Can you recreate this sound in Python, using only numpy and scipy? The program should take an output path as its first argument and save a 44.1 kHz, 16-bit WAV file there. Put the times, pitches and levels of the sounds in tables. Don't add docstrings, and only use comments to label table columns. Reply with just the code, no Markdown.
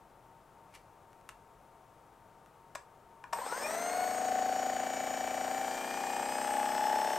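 import sys
import numpy as np
from scipy import signal
from scipy.fft import rfft, irfft, next_fast_len
from scipy.io import wavfile
from scipy.ndimage import uniform_filter1d, map_coordinates

SR = 44100
rng = np.random.default_rng(int(sys.argv[2]) if len(sys.argv) > 2 else 0)


def int16_out(signal):
    q = np.round(np.clip(np.atleast_2d(signal).T, -1, 1) * 32767)
    wavfile.write(sys.argv[1], SR, q.astype(np.int16))


N = 316638
TIME = np.arange(N) / SR
START_S, CRUISE_TURNS_PER_S = 3.33, 30

# (frequency [Hz], level [dB])
AIR_SPECTRUM = [(20, -18.5), (45, -5), (72, -15.5), (105, -6.5), (150, -8), (240, -14.5), (420, -9.5),
                (560, -11.5), (760, -7), (1000, -11), (1250, -13), (1700, -22), (4500, -35), (8000, -34),
                (15600, -39)]
# (time [s], level [dB])
SCUFF_LEVEL = [(.66, -92), (.725, -73), (.755, -50.5), (.768, -65), (.80, -85), (.86, -100)]
# (frequency [Hz], level [dB])
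SCUFF_SPECTRUM = [(700, -7), (1500, -1), (2300, 2), (4000, -8.5), (8000, -10), (11000, -13), (16000, -29)]
# (time [s], level [dB])
CASING_SNAPS = [(1.131, -51), (1.212, -56), (1.2906, -33), (1.2917, -41), (1.2928, -42), (1.2952, -39),
                (2.461, -51)]
# (time [s], thud [dB], clack [dB], switch [dB])
CLICK_BLOWS = [(2.751, -47, -47, -30.5), (2.754, -28.5, -27, -25.5), (3.24, -64, -31, -47),
               (3.242, -69, -59, -49), (3.327, -32, -31, -33), (3.3304, -31, -41, -24),
               (3.3332, -28, -27, -23.5)]
# (time [s], level [dB])
SLOW_STROKES = [(3.388, -30), (3.4637, -30), (3.5238, -28), (3.577, -36), (3.626, -33)]

# (frequency [Hz], width [Hz], level [dB])
CASING_MODES = [(1000, 220, 0), (1400, 240, 4), (2100, 400, -3.5), (2720, 360, -3.5), (3800, 800, -11.5),
                (6100, 2500, -12.5), (9150, 2500, -11.5), (12500, 1600, -15)]
BUTTON_MODES = [(1280, 275, 10), (2160, 160, -2), (2600, 600, -6.5), (3740, 1200, -6), (5600, 1250, 2),
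                (6460, 1700, -1), (7530, 850, 1.5), (12700, 890, -15)]
SHELL_RING_MODES = [(960, 11, 3), (1050, 45, 1), (1455, 22, -8), (1730, 32, -20), (2420, 65, -10)]
HEAVY_MODES = [(229.9, 12, 6), (264.2, 15, 5.5), (320, 47, -6), (379, 40, -6.5), (439.4, 17, 2),
               (506, 19, -2), (553, 38, 2), (648, 136, 8.5)]
MIDWEIGHT_MODES = [(900, 148, 2.7), (1099, 47, -0.5), (1515, 330, -2.5), (1763, 170, 3.5),
                   (2620, 230, -10.5)]
LIGHT_MODES = [(2200, 240, 4), (3020, 330, 7.5), (4430, 100, -1.5), (5670, 600, 3), (6460, 2700, -6.5),
               (8700, 820, -5), (12000, 970, -14)]
STEEL_MODES = [(8270, 960, -5), (8570, 320, 2), (11880, 270, -8), (12400, 500, -16)]
WHINE_MODES = [(978, 41, 14), (1450, 103, 12.5), (2446, 65, 3), (4305, 97, 8), (5250, 380, 8.5),
               (6290, 350, 12), (8500, 230, 9)]
BODY_MODES = [(492, 60, 4.5), (590, 110, -5), (834, 100, 0.5), (1490, 980, -16.5)]

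# (angle [turns], thud [dB], clack [dB])
LINKAGE_KNOCKS = [(.463, 1, 0.5), (.687, -9, -11.5), (.938, -14, -12)]
# (angle [turns], level [dB])
JOINT_TICKS = [(.235, -2), (.36, 4), (.465, 3), (.555, -1), (.655, -3.5), (.775, -1.5), (.895, -3),
               (.965, -1)]
# (frequency [Hz], gain [dB])
CUSHION_GAIN = [(2500, -0.5), (5000, -5), (10000, -22)]
# (frequency [Hz], level [dB])
BEARING_SPECTRUM = [(120, -15.5), (190, 7.5), (300, 4.5), (450, 6.5), (800, 14.5), (1250, 4), (1800, 2.5),
                    (2800, -8.5), (3700, -11), (5500, -9.5), (7500, -9), (8500, -9.5), (9600, -22.5),
                    (11000, -27), (12000, -9), (13500, -20.5), (16000, -25)]
# (time [s], level [dB])
RACE_LEVEL = [(3.33, -43), (3.55, -50), (3.72, -49.5), (4.15, -56), (4.45, -63), (5.3, -58), (5.9, -55.5),
              (6.4, -54.5), (7.18, -55)]
# (level [dB], extra at full strain [dB])
WHINE_HARMONICS = [(-66.5, 9.5), (-58.5, 6.5), (-65, -1), (-72, -6), (-65.5, 2), (-74.5, -9), (-72.5, -12),
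                   (-57, -3.5), (-68, -1), (-72.5, 0), (-77, 16.5), (-80, 17), (-83, 6), (-79, 8), (-82, 1),
                   (-78, 3)]
# (time [s], half length [s], harmonic [number], gain [dB])
HARMONIC_SWELLS = [(3.41, 0.024, 3, 7.5), (3.47, 0.043, 3, -6), (3.537, 0.015, 3, 2.5),
                   (3.655, .03, 4, 20.5), (3.97, 0.18, 6, 8.5), (4.124, .21, 11, 14), (4.048, .15, 17, 19),
                   (4.4, 0.27, 3, -13), (4.5, 0.13, 6, 4.5), (4.9, .88, 9, 4.5), (5.048, .35, 6, -5),
                   (6.05, .13, 6, 0), (6.35, 0.15, 6, 2), (6.59, 0.11, 6, -9), (6.4, 0.25, 10, 7),
                   (6.85, 0.71, 3, -4), (3.98, 0.18, 3, 4.5), (3.997, .1, 2, 4.5), (4.45, .2, 2, 5.5),
                   (5.145, .5, 3, 3.5), (5.87, .1, 9, -5), (7.052, 0.22, 9, -5)]
# (time [s], level [dB])
DRONE_LEVEL = [(3.6, -43.5), (3.7, -40), (3.88, -38), (4.02, -34), (4.12, -36), (4.35, -33.5), (4.9, -37.5),
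               (5.5, -35.5), (5.8, -41), (6.1, -39.5), (6.25, -38.5), (6.41, -40.5), (6.57, -34.5),
               (6.75, -36.5), (6.87, -33.5), (7.18, -38)]
# (time [s], rise [turns])
PUSH_BUILD = [(5.45, 0.34), (5.8, 0.15), (6.05, .14), (6.3, 0.2), (6.6, .32)]
# (time [s], level [dB])
RETURN_LEVEL = [(4.0, 4.5), (4.3, -4.5), (4.95, -17), (5.45, -13), (5.9, -12), (6.26, -11), (6.6, 11.5),
                (7.18, 1.7)]
# (time [s], level [dB])
WHISTLE_LEVEL = [(4.1, -75), (4.6, -64), (5.4, -62), (6.3, -64), (7.18, -70)]
# (frequency [Hz], gain [dB])
CRAWL_GAIN = [(200, -7.5), (350, -5.5), (500, -1)]
# (frequency [Hz], left minus right [dB])
MIC_BALANCE = [(100, -3.5), (280, 5), (450, 0), (700, 5), (1400, 5), (3000, 1.5), (8000, 3), (13000, -0.2)]


def from_db(db):
    return 10 ** (np.asarray(db) / 20)


def rms_one(x):
    return x / np.sqrt(np.mean(x ** 2) + 1e-20)


def running_one(x):
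    return x / np.sqrt(np.mean(x[TIME > START_S] ** 2) + 1e-20)


def in_time(rows):
    return np.interp(TIME, *np.transpose(rows))


def colour(x, points):
    hz, db = np.transpose(points)
    size = 2 * next_fast_len(N // 2 + 1)
    bins = np.maximum(np.fft.rfftfreq(size, 1 / SR), 1)
    gain = from_db(np.interp(np.log(bins), np.log(hz), db))
    return irfft(rfft(x, size) * gain, size)[..., :N]


def drift(rate_hz):
    knots = rng.standard_normal(4000)
    curve = map_coordinates(knots, [TIME[::20] * rate_hz], order=3, mode="wrap")
    return rms_one(curve).repeat(20)[:N]


def resonate(x, modes):
    out = 0
    for k, (hz, width, db) in enumerate(modes):
        r = np.exp(-np.pi * width / SR)
        poles = [1, -2 * r * np.cos(2 * np.pi * hz / SR), r * r]
        ring = (1 - r * r) / 2 * signal.lfilter([1, 0, -1], poles, x + 1e-18)
        out = out + (-1) ** k * from_db(db) * ring
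    return out


def strike(times, sizes, modes):
    at = np.clip(times * SR, 0, N - 2)
    whole, part = at.astype(int), at % 1
    blows = np.bincount(whole, sizes * (1 - part), N) + np.bincount(whole + 1, sizes * part, N)
    peak = np.abs(resonate(signal.unit_impulse(SR // 20), modes)).max()
    return resonate(blows, modes) / peak


def room_tone(air_db=-60.5, hum_hz=916, hum_db=-66, side_db=-16, left_db=2.3):
    mid, side = rms_one(colour(rng.standard_normal((2, N)), AIR_SPECTRUM))
    air = from_db(air_db) * (mid + from_db(side_db) * side * [[1], [-1]])
    hum_level = np.sqrt(2) * from_db(hum_db + 2 * drift(10))
    hum = hum_level * np.sin(2 * np.pi * (hum_hz * TIME + .12 * drift(6.8)))
    return np.array([colour(channel, [(40, sign * .86), (400, sign * left_db)])
                     for channel, sign in zip(air + hum, (1, -1))])


def finger_scuff(grain_db=3):
    friction = rng.standard_normal(N) * from_db(grain_db * drift(500))
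    return from_db(in_time(SCUFF_LEVEL)) * rms_one(colour(friction, SCUFF_SPECTRUM))


def casing_snaps():
    times, db = np.transpose(CASING_SNAPS)
    return strike(times, from_db(db), CASING_MODES)


def clicks(trim_db=-5.5, ring_db=-11, chatter_db=-9, chatter_s=.002):
    times, thud_db, clack_db, switch_db = np.transpose(CLICK_BLOWS)
    low_cut = signal.butter(2, 560, "high", fs=SR, output="sos")
    thud = signal.sosfilt(low_cut, strike(times, from_db(thud_db), HEAVY_MODES[6:]))
    clack = strike(times, from_db(clack_db + trim_db), MIDWEIGHT_MODES)
    shell = strike(times, from_db(clack_db + ring_db), SHELL_RING_MODES)
    switch = strike(times, from_db(switch_db + trim_db), BUTTON_MODES)
    lateness = rng.exponential(1, (len(times), 6))
    rebounds = times[:, None] + chatter_s * lateness
    sizes = from_db(switch_db[:, None] + chatter_db - lateness) * rng.choice([-1, 1], lateness.shape)
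    chatter = strike(rebounds.ravel(), sizes.ravel(), BUTTON_MODES)
    return thud + clack + shell + switch + chatter


def rotor_ring(hz=935, width_hz=13, peak_db=-31.5):
    return strike(np.array([START_S]), from_db(peak_db), [(hz, width_hz, 0)])


def crank_speed(kick_turns_per_s=8.35, surge_s=.25, settle_s=.57, step_up_s=5.46):
    since = np.maximum(TIME - START_S, 0)
    surge = 17.28 * (1 - np.exp(-(since / surge_s) ** 1.44))
    settle = 4 * (1 - np.exp(-since / settle_s))
    climb = 2.91 * np.maximum(TIME - step_up_s, 0)
    return kick_turns_per_s + surge + settle + climb


def effort_gain(speed, strain, cruise_db, doubling_db, strain_db):
    return from_db(cruise_db + doubling_db * np.log2(speed / CRUISE_TURNS_PER_S) + strain_db * strain)


def contacts(turns, speed, joint_angles, joint_db, modes, uneven_db, jitter_s=.00002):
    angles = (np.arange(int(turns[-1]) + 1)[:, None] + joint_angles).ravel()
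    chance = np.clip(rng.standard_normal((1500, 2)), -1.7, 1.7)[:len(angles)]
    times = np.interp(angles, turns, TIME) + jitter_s * chance[:, 0]
    sizes = from_db(np.resize(joint_db, len(angles)) + uneven_db * chance[:, 1])
    firmness = np.interp(times, TIME, np.minimum(speed / CRUISE_TURNS_PER_S, 1))
    return running_one(strike(times, sizes * (angles < turns[-1]) * firmness, modes))


def bend(x, delay_at_1khz_ms=3.97):
    size = next_fast_len(N + SR)
    khz = np.fft.rfftfreq(size, 1 / SR) / 1000
    phase = 4 * np.pi * delay_at_1khz_ms * np.sqrt(khz)
    return irfft(rfft(x, size) * np.exp(-1j * phase), size)[:N]


def linkage(turns, speed, strain):
    angles, thud_db, clack_db = np.transpose(LINKAGE_KNOCKS)
    thud = contacts(turns, speed, angles, thud_db, HEAVY_MODES, uneven_db=1)
    thud *= effort_gain(speed, strain, cruise_db=-43, doubling_db=12.5, strain_db=-1.5)
    clack = contacts(turns, speed, angles, clack_db, MIDWEIGHT_MODES, uneven_db=.9)
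    clack *= effort_gain(speed, strain, cruise_db=-48, doubling_db=16, strain_db=1.5)
    ticks = contacts(turns, speed, *np.transpose(JOINT_TICKS), LIGHT_MODES, uneven_db=1.6, jitter_s=4e-5)
    tick_gain = effort_gain(speed, strain, cruise_db=-53, doubling_db=18, strain_db=-14.5)
    return colour(bend(thud + clack), CUSHION_GAIN) + tick_gain * bend(ticks)


def bearing_hiss(turns, speed, strain, fresh_db=-2.5, throb_db=1.7):
    surface = rng.standard_normal(2048)
    worn = rms_one(np.interp(turns % 1 * len(surface), np.arange(len(surface)), surface))
    fresh = from_db(fresh_db) * colour(rng.standard_normal(N), [(600, -4.5), (2000, 4.5)])
    throb = from_db(throb_db * np.cos(2 * np.pi * (turns - .58)))
    hiss = running_one(colour((worn + fresh) * throb * (TIME > START_S), BEARING_SPECTRUM))
    return hiss * effort_gain(speed, strain, cruise_db=-43, doubling_db=6.5, strain_db=4.5)


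def bearing_races(turns, fresh_db=-7):
    marks = rng.standard_normal(1100)
    rolling = map_coordinates(marks, [turns % 1 * len(marks)], order=3, mode="wrap")
    rolling += from_db(fresh_db) * rng.standard_normal(N)
    return from_db(in_time(RACE_LEVEL)) * running_one(resonate(rolling, STEEL_MODES))


def whine(turns, speed, strain, sway_turns=.00091, shake_turns=.00023, flutter_db=1.5, dull_db=.5):
    slowness = CRUISE_TURNS_PER_S / speed
    sway = sway_turns * np.sin(4 * np.pi * turns)
    mesh = TEETH * (turns + slowness ** 2 * (sway + shake_turns * drift(70)))
    overtones = 0
    for k, (db, strain_db) in enumerate(WHINE_HARMONICS, 2):
        swell = sum(gain_db * np.exp(-((TIME - time) / length) ** 2)
                    for time, length, harmonic, gain_db in HARMONIC_SWELLS if harmonic == k)
        dulling = dull_db * (k - 2) * np.log2(slowness)
        level = db + swell + strain_db * strain - dulling + flutter_db * drift(40)
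        overtones = overtones + from_db(level) * np.sin(2 * np.pi * (k * mesh + rng.random()))
    overtones = np.sqrt(2) * overtones * (TIME > START_S)
    return overtones + resonate(overtones, WHINE_MODES)


def first_strokes():
    times, db = np.transpose(SLOW_STROKES)
    return strike(times, from_db(db), BODY_MODES)


def hump(turns, top, rise, fall):
    past = (turns - top + .5) % 1 - .5
    return np.exp(-(past / np.where(past < 0, rise, fall)) ** 2)


def gear_drone(turns, speed, idle_db=-18.5, flutter_db=.44, release_at=.669, release_turns=.189):
    push = hump(turns, top=.6513, rise=in_time(PUSH_BUILD), fall=.046)
    pull = from_db(in_time(RETURN_LEVEL)) * hump(turns, top=.083, rise=.17, fall=.29)
    load = (from_db(idle_db) + push + pull) * from_db(flutter_db * drift(60))
    load /= np.sqrt(uniform_filter1d(load ** 2, SR // 7))
    since_release = (turns - release_at) % 1
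    release = np.minimum(since_release / release_turns, 1)
    stroke = np.maximum(since_release - release_turns, 0) / (1 - release_turns)
    stroke_lag = np.interp(speed, [29.4, 31.5], [.059, .54])
    lag = (2 - stroke_lag) * release + stroke_lag * stroke
    engaged = np.clip((speed - 17) / 7, 0, 1)
    level = np.sqrt(2) * from_db(in_time(DRONE_LEVEL) + .3) * engaged
    return level * load * np.sin(2 * np.pi * (TEETH * turns - lag))


def shaft_whistle(turns, cycles_per_turn=195, flutter_db=3):
    level = np.sqrt(2) * from_db(in_time(WHISTLE_LEVEL) + flutter_db * drift(30))
    return level * np.sin(2 * np.pi * (cycles_per_turn * turns + .1 * drift(80)))


def motor(onset_s=.0024, full_strain_turns_per_s2=19):
    speed = crank_speed()
    turns = np.cumsum(speed * (TIME > START_S)) / SR
    strain = np.clip(np.gradient(speed) * SR / full_strain_turns_per_s2, 0, 1)
    parts = gear_drone(turns, speed) + linkage(turns, speed, strain)
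    parts += bearing_hiss(turns, speed, strain) + bearing_races(turns)
    parts += whine(turns, speed, strain) + shaft_whistle(turns)
    running = np.clip((TIME - START_S) / onset_s, 0, 1)
    shaking = np.clip((speed - 20) / 8, 0, 1)
    return running * (shaking * parts + (1 - shaking) * colour(parts, CRAWL_GAIN))


def tiled_room(x, t60_s=.23, gap_s=.004, side_db=-7):
    t = TIME[:SR // 2]
    mid, side = rng.standard_normal((2, len(t))) * from_db(-60 * t / t60_s) * (t > gap_s)
    band = signal.butter(2, [700, 12000], "band", fs=SR, output="sos")
    tail = signal.sosfilt(band, mid + from_db(side_db) * side * [[1], [-1]])
    return signal.fftconvolve(x[None], tail / np.sqrt(np.sum(mid ** 2)), axes=1)[:, :N]


def scene(motor_send_db=-10.5, handling_send_db=-7.5):
    drive = motor()
    handling = finger_scuff() + casing_snaps() + clicks() + rotor_ring() + first_strokes()
    direct = np.array([colour(drive + handling, [(hz, sign * db / 2) for hz, db in MIC_BALANCE])
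                       for sign in (1, -1)])
    reflected = tiled_room(from_db(motor_send_db) * drive + from_db(handling_send_db) * handling)
    return direct + reflected + room_tone()


def record(dry, cutoff_hz=15750):
    return signal.sosfilt(signal.ellip(10, .1, 80, cutoff_hz, fs=SR, output="sos"), dry)


TEETH = 26

dry = scene()
out = record(dry)
int16_out(out)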